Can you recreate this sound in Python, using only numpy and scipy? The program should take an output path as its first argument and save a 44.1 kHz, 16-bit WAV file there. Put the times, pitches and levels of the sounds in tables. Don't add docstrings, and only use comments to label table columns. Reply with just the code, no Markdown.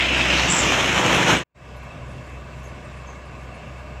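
import sys
import numpy as np
from scipy import signal
from scipy.fft import rfft, irfft, next_fast_len
from scipy.io import wavfile
from scipy.ndimage import uniform_filter1d, map_coordinates

SR = 44100
rng = np.random.default_rng(int(sys.argv[2]) if len(sys.argv) > 2 else 0)


def unload_audio(sound):
    columns = np.transpose(np.atleast_2d(sound))
    steps = np.round(np.clip(columns, -1, 1) * 32767)
    wavfile.write(sys.argv[1], SR, steps.astype(np.int16))


N = 176400


def amp(db):
    return 10 ** (np.asarray(db) / 20)


def unit(x):
    return x / np.sqrt(np.mean(x ** 2) + 1e-20)


def clock():
    return np.arange(N) / SR


def curve(rows):
    return np.interp(clock(), *np.transpose(rows))


def wobble(rate_hz):
    knots = rng.standard_normal(int(N * rate_hz / SR) + 4)
    return map_coordinates(knots, [clock() * rate_hz])


def filtered(x, response):
    size = next_fast_len(N + SR // 2)
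    return irfft(rfft(x, size) * response(np.fft.rfftfreq(size, 1 / SR)), size)[:N]


def lowpass(x, edge_hz, order):
    return unit(filtered(x, lambda hz: 1 / (1 + (hz / edge_hz) ** order)))


def coloured(x, spectrum):
    points_hz, db = np.transpose(spectrum)
    return unit(filtered(x, lambda hz: amp(np.interp(np.log(hz + 1), np.log(points_hz + 1), db))))


def resonate(x, modes):
    def response(hz):
        return sum((-1) ** k * amp(db) * 1j * hz * width / (centre ** 2 - hz ** 2 + 1j * hz * width)
                   for k, (centre, width, db) in enumerate(modes))
    return unit(filtered(x, response))


def turbulence(patchy_db):
    bins = signal.stft(rng.standard_normal(N), nperseg=512)[2]
    patches = uniform_filter1d(rng.standard_normal(bins.shape), 5, axis=0)
    patches = unit(uniform_filter1d(patches, 14, axis=1))
    return unit(signal.istft(bins * amp(patchy_db * patches), nperseg=512)[1][:N])


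def turning(hz, drift):
    return np.cumsum(hz * (1 + drift * wobble(5))) / SR + rng.random()


def bursts(cycles, decay_cycles, scatter_db):
    sizes = amp(scatter_db * rng.standard_normal(1024))
    return unit(sizes[cycles.astype(int) % 1024] * np.exp(-(cycles % 1) / decay_cycles))


def drone(cycles, orders, waver_db):
    return sum(np.sqrt(2) * amp(db + waver_db * wobble(11)) * np.cos(2 * np.pi * order * cycles)
               for order, db in orders)


def rustle():
    # frequency in Hz, relative density in dB.
    spectrum = [(3000, -29), (6000, 0), (9000, 0), (12000, -6), (15500, -15.5)]
    level_db = -74
    grains = rng.standard_normal(N) * amp(3 * wobble(10) + 3.5 * wobble(300))
    return amp(level_db) * coloured(grains, spectrum)


def far_traffic():
    # frequency in Hz, relative density in dB.
    wash_spectrum = [(15, -30), (28, -22), (45, -22), (75, -10), (110, -4.5), (140, -7), (215, -6.5),
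                     (300, -13), (430, -12.5), (560, -11.5), (750, -18.5), (860, -27), (1000, -17),
                     (1200, -19), (1380, -27), (1550, -21), (2000, -21.5), (2700, -24), (3300, -27.5),
                     (4200, -32.5), (5200, -34), (6500, -35.5), (7800, -34.5), (8800, -47.5), (11500, -52),
                     (15500, -57.5)]
    # centre in Hz, width in Hz, relative gain in dB.
    body_modes = [(524, 71, -8.5), (600, 28, 3.5), (699, 46, -1.5), (760, 57, -6.5), (978, 71, -3),
                  (1080, 62, -3), (1178, 45, 0), (1484, 50, -4.5), (1674, 74, -7), (2190, 60, -5.5),
                  (2317, 50, -9), (2621, 43, -1), (2726, 47, -5)]
    exhaust_modes = [(127.3, 45, 0)]
    # multiple of the firing rate, relative level in dB.
    hum_orders = [(1, -1), (2, -6.5)]
    # frequency in Hz, level in dB.
    far_drones = [(36, -62), (87, -52.5), (153, -54.5)]
    # time in seconds, level in dB.
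    wash_db = [(1.55, -41.5), (1.82, -42), (1.97, -41), (2.25, -41.5), (2.8, -41), (3.3, -42.5),
               (3.65, -41), (4, -42.5)]
    rumble_db = [(1.55, -52), (1.82, -41), (1.92, -48), (2.2, -41.5), (2.45, -49), (2.57, -43.5),
                 (2.7, -57), (3.5, -55), (3.63, -38.5), (3.8, -61)]
    hum_db = [(1.62, -44), (1.7, -40.5), (1.82, -38), (1.97, -48), (2.04, -36), (2.24, -42), (2.38, -36),
              (2.49, -43), (2.63, -36.5), (2.78, -41), (2.92, -39), (3.08, -38.5), (3.32, -41),
              (3.43, -35.5), (3.62, -44.5), (3.71, -39.5), (3.9, -37.5), (4, -36.5)]
    clatter_db = [(1.55, -45.5), (1.88, -43), (2.35, -44.5), (2.9, -43), (3.27, -43.5), (3.45, -43),
                  (3.63, -41.5), (3.8, -43.5), (4, -42.5)]
    firing_hz, sway_db = 63.9, 1.2
    cycles = turning(firing_hz, drift=0.0029)
    wash = coloured(turbulence(patchy_db=1.54), wash_spectrum)
    wash *= amp(curve(wash_db) + 0.28 * wobble(13))
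    knocks = 12 + 0.35 * bursts(cycles, decay_cycles=0.37, scatter_db=12)
    clatter = np.zeros(N)
    for hz, width_hz, db in body_modes:
        ring = resonate(rng.standard_normal(N) * knocks, [(hz, width_hz, 0)])
        clatter += ring * np.sqrt(width_hz) * amp(db + sway_db * wobble(14))
    clatter = lowpass(clatter, edge_hz=3020, order=12) * amp(curve(clatter_db))
    rumble = resonate(rng.standard_normal(N), exhaust_modes)
    rumble = resonate(rumble, exhaust_modes) * amp(curve(rumble_db))
    others = sum(drone(turning(hz, drift=0.018), [(1, db)], waver_db=1.5) for hz, db in far_drones)
    hum = drone(cycles, hum_orders, waver_db=1.0) * amp(curve(hum_db))
    return wash + rumble + others + hum + clatter


def birds():
    # start and length in seconds, start and end pitch in Hz, half width in Hz, level in dB.
    chirps = [(.48, 0.13, 7430, 7599, 483, -22), (0.56, 0.11, 7450, 7080, 400, -26),
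              (1.137, 0.04, 10500, 10060, 450, -43), (1.363, 0.036, 8140, 8050, 120, -31.5),
              (1.758, .04, 11500, 10700, 1000, -66), (1.828, .02, 11500, 11060, 1400, -65),
              (2.073, 0.12, 9800, 9250, 1200, -69), (2.26, .04, 8300, 8100, 400, -64),
              (2.627, 0.05, 11800, 10900, 850, -66), (2.665, 0.05, 10600, 9900, 550, -65),
              (2.618, 0.1, 6560, 6400, 420, -56.5), (2.838, 0.05, 8450, 8050, 400, -61),
              (2.915, .05, 10800, 10300, 600, -71), (2.96, .06, 9500, 8700, 700, -66.5),
              (3.06, 0.1, 6400, 6300, 280, -53.5), (3.247, 0.038, 9490, 8900, 1300, -67),
              (3.535, 0.05, 9500, 9100, 699, -66), (3.767, 0.045, 9415, 9200, 700, -69)]
    # fraction of the chirp's length, gain in dB.
    shape_db = [(0, -13.5), (.25, 2.5), (.6, -2.5), (1, -12)]
    rasp_db = 2.2
    song = np.zeros(N)
    for start_s, length_s, from_hz, to_hz, half_width_hz, db in chirps:
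        n = int(length_s * SR)
        progress = np.linspace(0, 1, n)
        band = lowpass(rng.standard_normal(N), half_width_hz, order=4)[:n]
        rasp = amp(rasp_db * wobble(300)[:n])
        tone = np.sin(2 * np.pi * np.cumsum(from_hz + (to_hz - from_hz) * progress) / SR)
        envelope = amp(db + np.interp(progress, *np.transpose(shape_db)))
        song[int(start_s * SR):][:n] += envelope * unit(band * rasp * tone)
    return song


def tyre_hiss():
    # frequency in Hz, relative density in dB.
    spectrum = [(3500, -46), (4800, -6), (5300, -3.5), (6000, 1), (6700, -6), (8500, -35)]
    # time in seconds, level in dB.
    level_db = [(0, -55), (.28, -42), (.36, -34), (.5, -32), (.7, -31.5), (.8, -45), (1.4, -55)]
    return coloured(turbulence(patchy_db=0), spectrum) * amp(curve(level_db))


def grit():
    # start in seconds, length in seconds, level in dB.
    scuffs = [(0.306, .05, -25.5), (0.366, .06, -23.5)]
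    # start in seconds, level in dB.
    ticks = [(.245, -55), (.385, -51.5), (.545, -48), (.69, -51.5)]
    # frequency in Hz, relative density in dB.
    scuff_spectrum = [(700, -20.5), (1600, 2.5), (2600, -8.5), (4000, -0.5), (5300, -12.5), (6300, -15.5),
                      (7200, -32), (10000, -40)]
    tick_spectrum = [(5000, -25.5), (9000, -3), (14500, 0), (15500, -6)]
    tick_t60_s = 0.07
    t = clock()
    swells = sum(amp(db) * np.sin(np.pi * np.clip((t - start_s) / length_s, 0, 1))
                 for start_s, length_s, db in scuffs)
    snaps = sum(amp(db - 60 * np.abs(t - start_s) / tick_t60_s) * (t >= start_s) for start_s, db in ticks)
    scrape = coloured(rng.standard_normal(N) * amp(2.5 * wobble(350)), scuff_spectrum)
    stones = coloured(rng.standard_normal(N), tick_spectrum)
    return scrape * swells + stones * snaps


def truck():
    # frequency in Hz, relative density in dB.
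    roar_spectrum = [(40, -15.5), (90, -7), (130, -6.5), (200, -3), (310, -2.5), (430, -13), (600, -2.5),
                     (800, -8.5), (1250, -9.5), (1900, -5), (2600, -1), (3400, -5.5), (4000, -12.5),
                     (4500, -18.5), (5000, -16), (6000, -20), (6600, -22.5), (8050, -24), (8900, -33),
                     (11500, -48), (15500, -45)]
    # centre in Hz, width in Hz, relative gain in dB.
    block_modes = [(2433, 180, -6), (2642, 55, 3), (2905, 360, -4)]
    # multiple of the firing rate, relative level in dB.
    exhaust_orders = [(1, -2), (2, -11), (4, -10.5)]
    # time in seconds, level in dB.
    roar_db = [(0, -21), (.1, -23.5), (.2, -18.5), (.28, -20.5), (.35, -20), (.47, -21), (.68, -22.5),
               (.92, -27.5), (1.4, -23.5)]
    ring_db = [(0, -25), (.06, -28), (.1, -21.5), (.25, -26.5), (.33, -19), (.42, -31), (.5, -33),
               (.62, -34), (.69, -23.5), (.75, -27), (.86, -41.5), (1.4, -28)]
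    exhaust_db = [(0, -33), (.16, -26.5), (.29, -28.5), (.41, -25.5), (.5, -30), (.56, -48.5), (.62, -27.5),
                  (.75, -31.5), (.87, -34), (.96, -32), (1.04, -42.5), (1.13, -31), (1.24, -43.5),
                  (1.34, -30.5)]
    firing_hz = 64.4
    cycles = turning(firing_hz, drift=0.003)
    clatter = 1 + 0.19 * bursts(cycles, decay_cycles=0.25, scatter_db=5.5)
    roar = coloured(turbulence(patchy_db=2.5) * clatter, roar_spectrum)
    roar *= amp(curve(roar_db) + 0.66 * wobble(24.95))
    ring = resonate(rng.standard_normal(N) * clatter, block_modes)
    ring = lowpass(ring, edge_hz=3240, order=8) * amp(curve(ring_db))
    exhaust = drone(cycles, exhaust_orders, waver_db=0.9) * amp(curve(exhaust_db))
    return roar + ring + exhaust


def motorcycle():
    # frequency in Hz, relative density in dB.
    rush_spectrum = [(40, -25.5), (90, -2.5), (165, -4), (240, -2), (345, -0.5), (430, -6.5), (530, -3),
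                     (750, -4), (1000, -3), (1450, -3.5), (1950, -4.5), (3000, -4.5), (3500, -12.5),
                     (4150, -14), (4700, -27), (5150, -17.5), (6600, -13), (7700, -20.5), (8900, -32),
                     (11800, -34.5), (15500, -46.5)]
    # centre in Hz, width in Hz, relative gain in dB.
    exhaust_modes = [(345, 59, -1.5), (493, 72, 0), (617, 90, -2), (980, 107, -0.5), (1154, 80, -5.5),
                     (1447, 79, -5.5)]
    # multiple of the firing rate, relative level in dB.
    exhaust_orders = [(5, -5.5), (6, -6), (7, -2), (8, -8), (12, -9.5), (14, -8), (15, -12.5)]
    # time in seconds, level in dB.
    rush_db = [(0, -30.5), (.25, -27.5), (.4, -22), (.47, -23.5), (.55, -21.5), (.7, -19.5), (.85, -18.5),
               (.94, -21.5), (1.0, -18), (1.09, -19), (1.2, -17), (1.255, -20), (1.28, -15), (1.31, -13.5),
               (1.335, -17.5), (1.37, -18)]
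    rasp_db = [(0, -37.5), (.6, -35.5), (.95, -36.5), (1.04, -23), (1.09, -24.5), (1.19, -23.5),
               (1.255, -26), (1.283, -18), (1.32, -25), (1.37, -27)]
    exhaust_db = [(0, -47), (.35, -31.5), (.47, -35), (.53, -25), (.6, -42), (.9, -32.5), (1.15, -30.5),
                  (1.28, -25.5), (1.4, -25)]
    firing_hz, chain_hz = 25.1, 59.35
    cycles = turning(firing_hz, drift=0.00563)
    rattle = 1 + 0.2 * bursts(turning(chain_hz, drift=0.022), decay_cycles=0.12, scatter_db=5.5)
    rush = coloured(turbulence(patchy_db=1.0) * rattle, rush_spectrum)
    rush *= amp(curve(rush_db) + 0.84 * wobble(24.46))
    puffs = 0.5 + 0.5 * bursts(cycles, decay_cycles=0.63, scatter_db=2)
    rasp = resonate(puffs * rng.standard_normal(N), exhaust_modes) * amp(curve(rasp_db))
    exhaust = drone(cycles, exhaust_orders, waver_db=1.7) * amp(curve(exhaust_db))
    return rush + rasp + exhaust


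def scene():
    # time in seconds, linear gain.
    fade_out = [(1.345, 0.86), (1.39, 0.38), (1.433, 0.091), (1.437, 0)]
    fade_in = [(1.543, 0.0079), (1.565, 0.29), (1.65, 0.62), (1.75, 0.91)]
    song = birds()
    busy = truck() + motorcycle() + tyre_hiss() + grit() + song
    quiet = far_traffic() + rustle() + song
    return (busy * curve(fade_out) + quiet * curve(fade_in))[None]


def record(dry):
    top_hz = 15550
    return filtered(dry[0], lambda hz: hz < top_hz)[None]


dry = scene()
out = record(dry)
unload_audio(out)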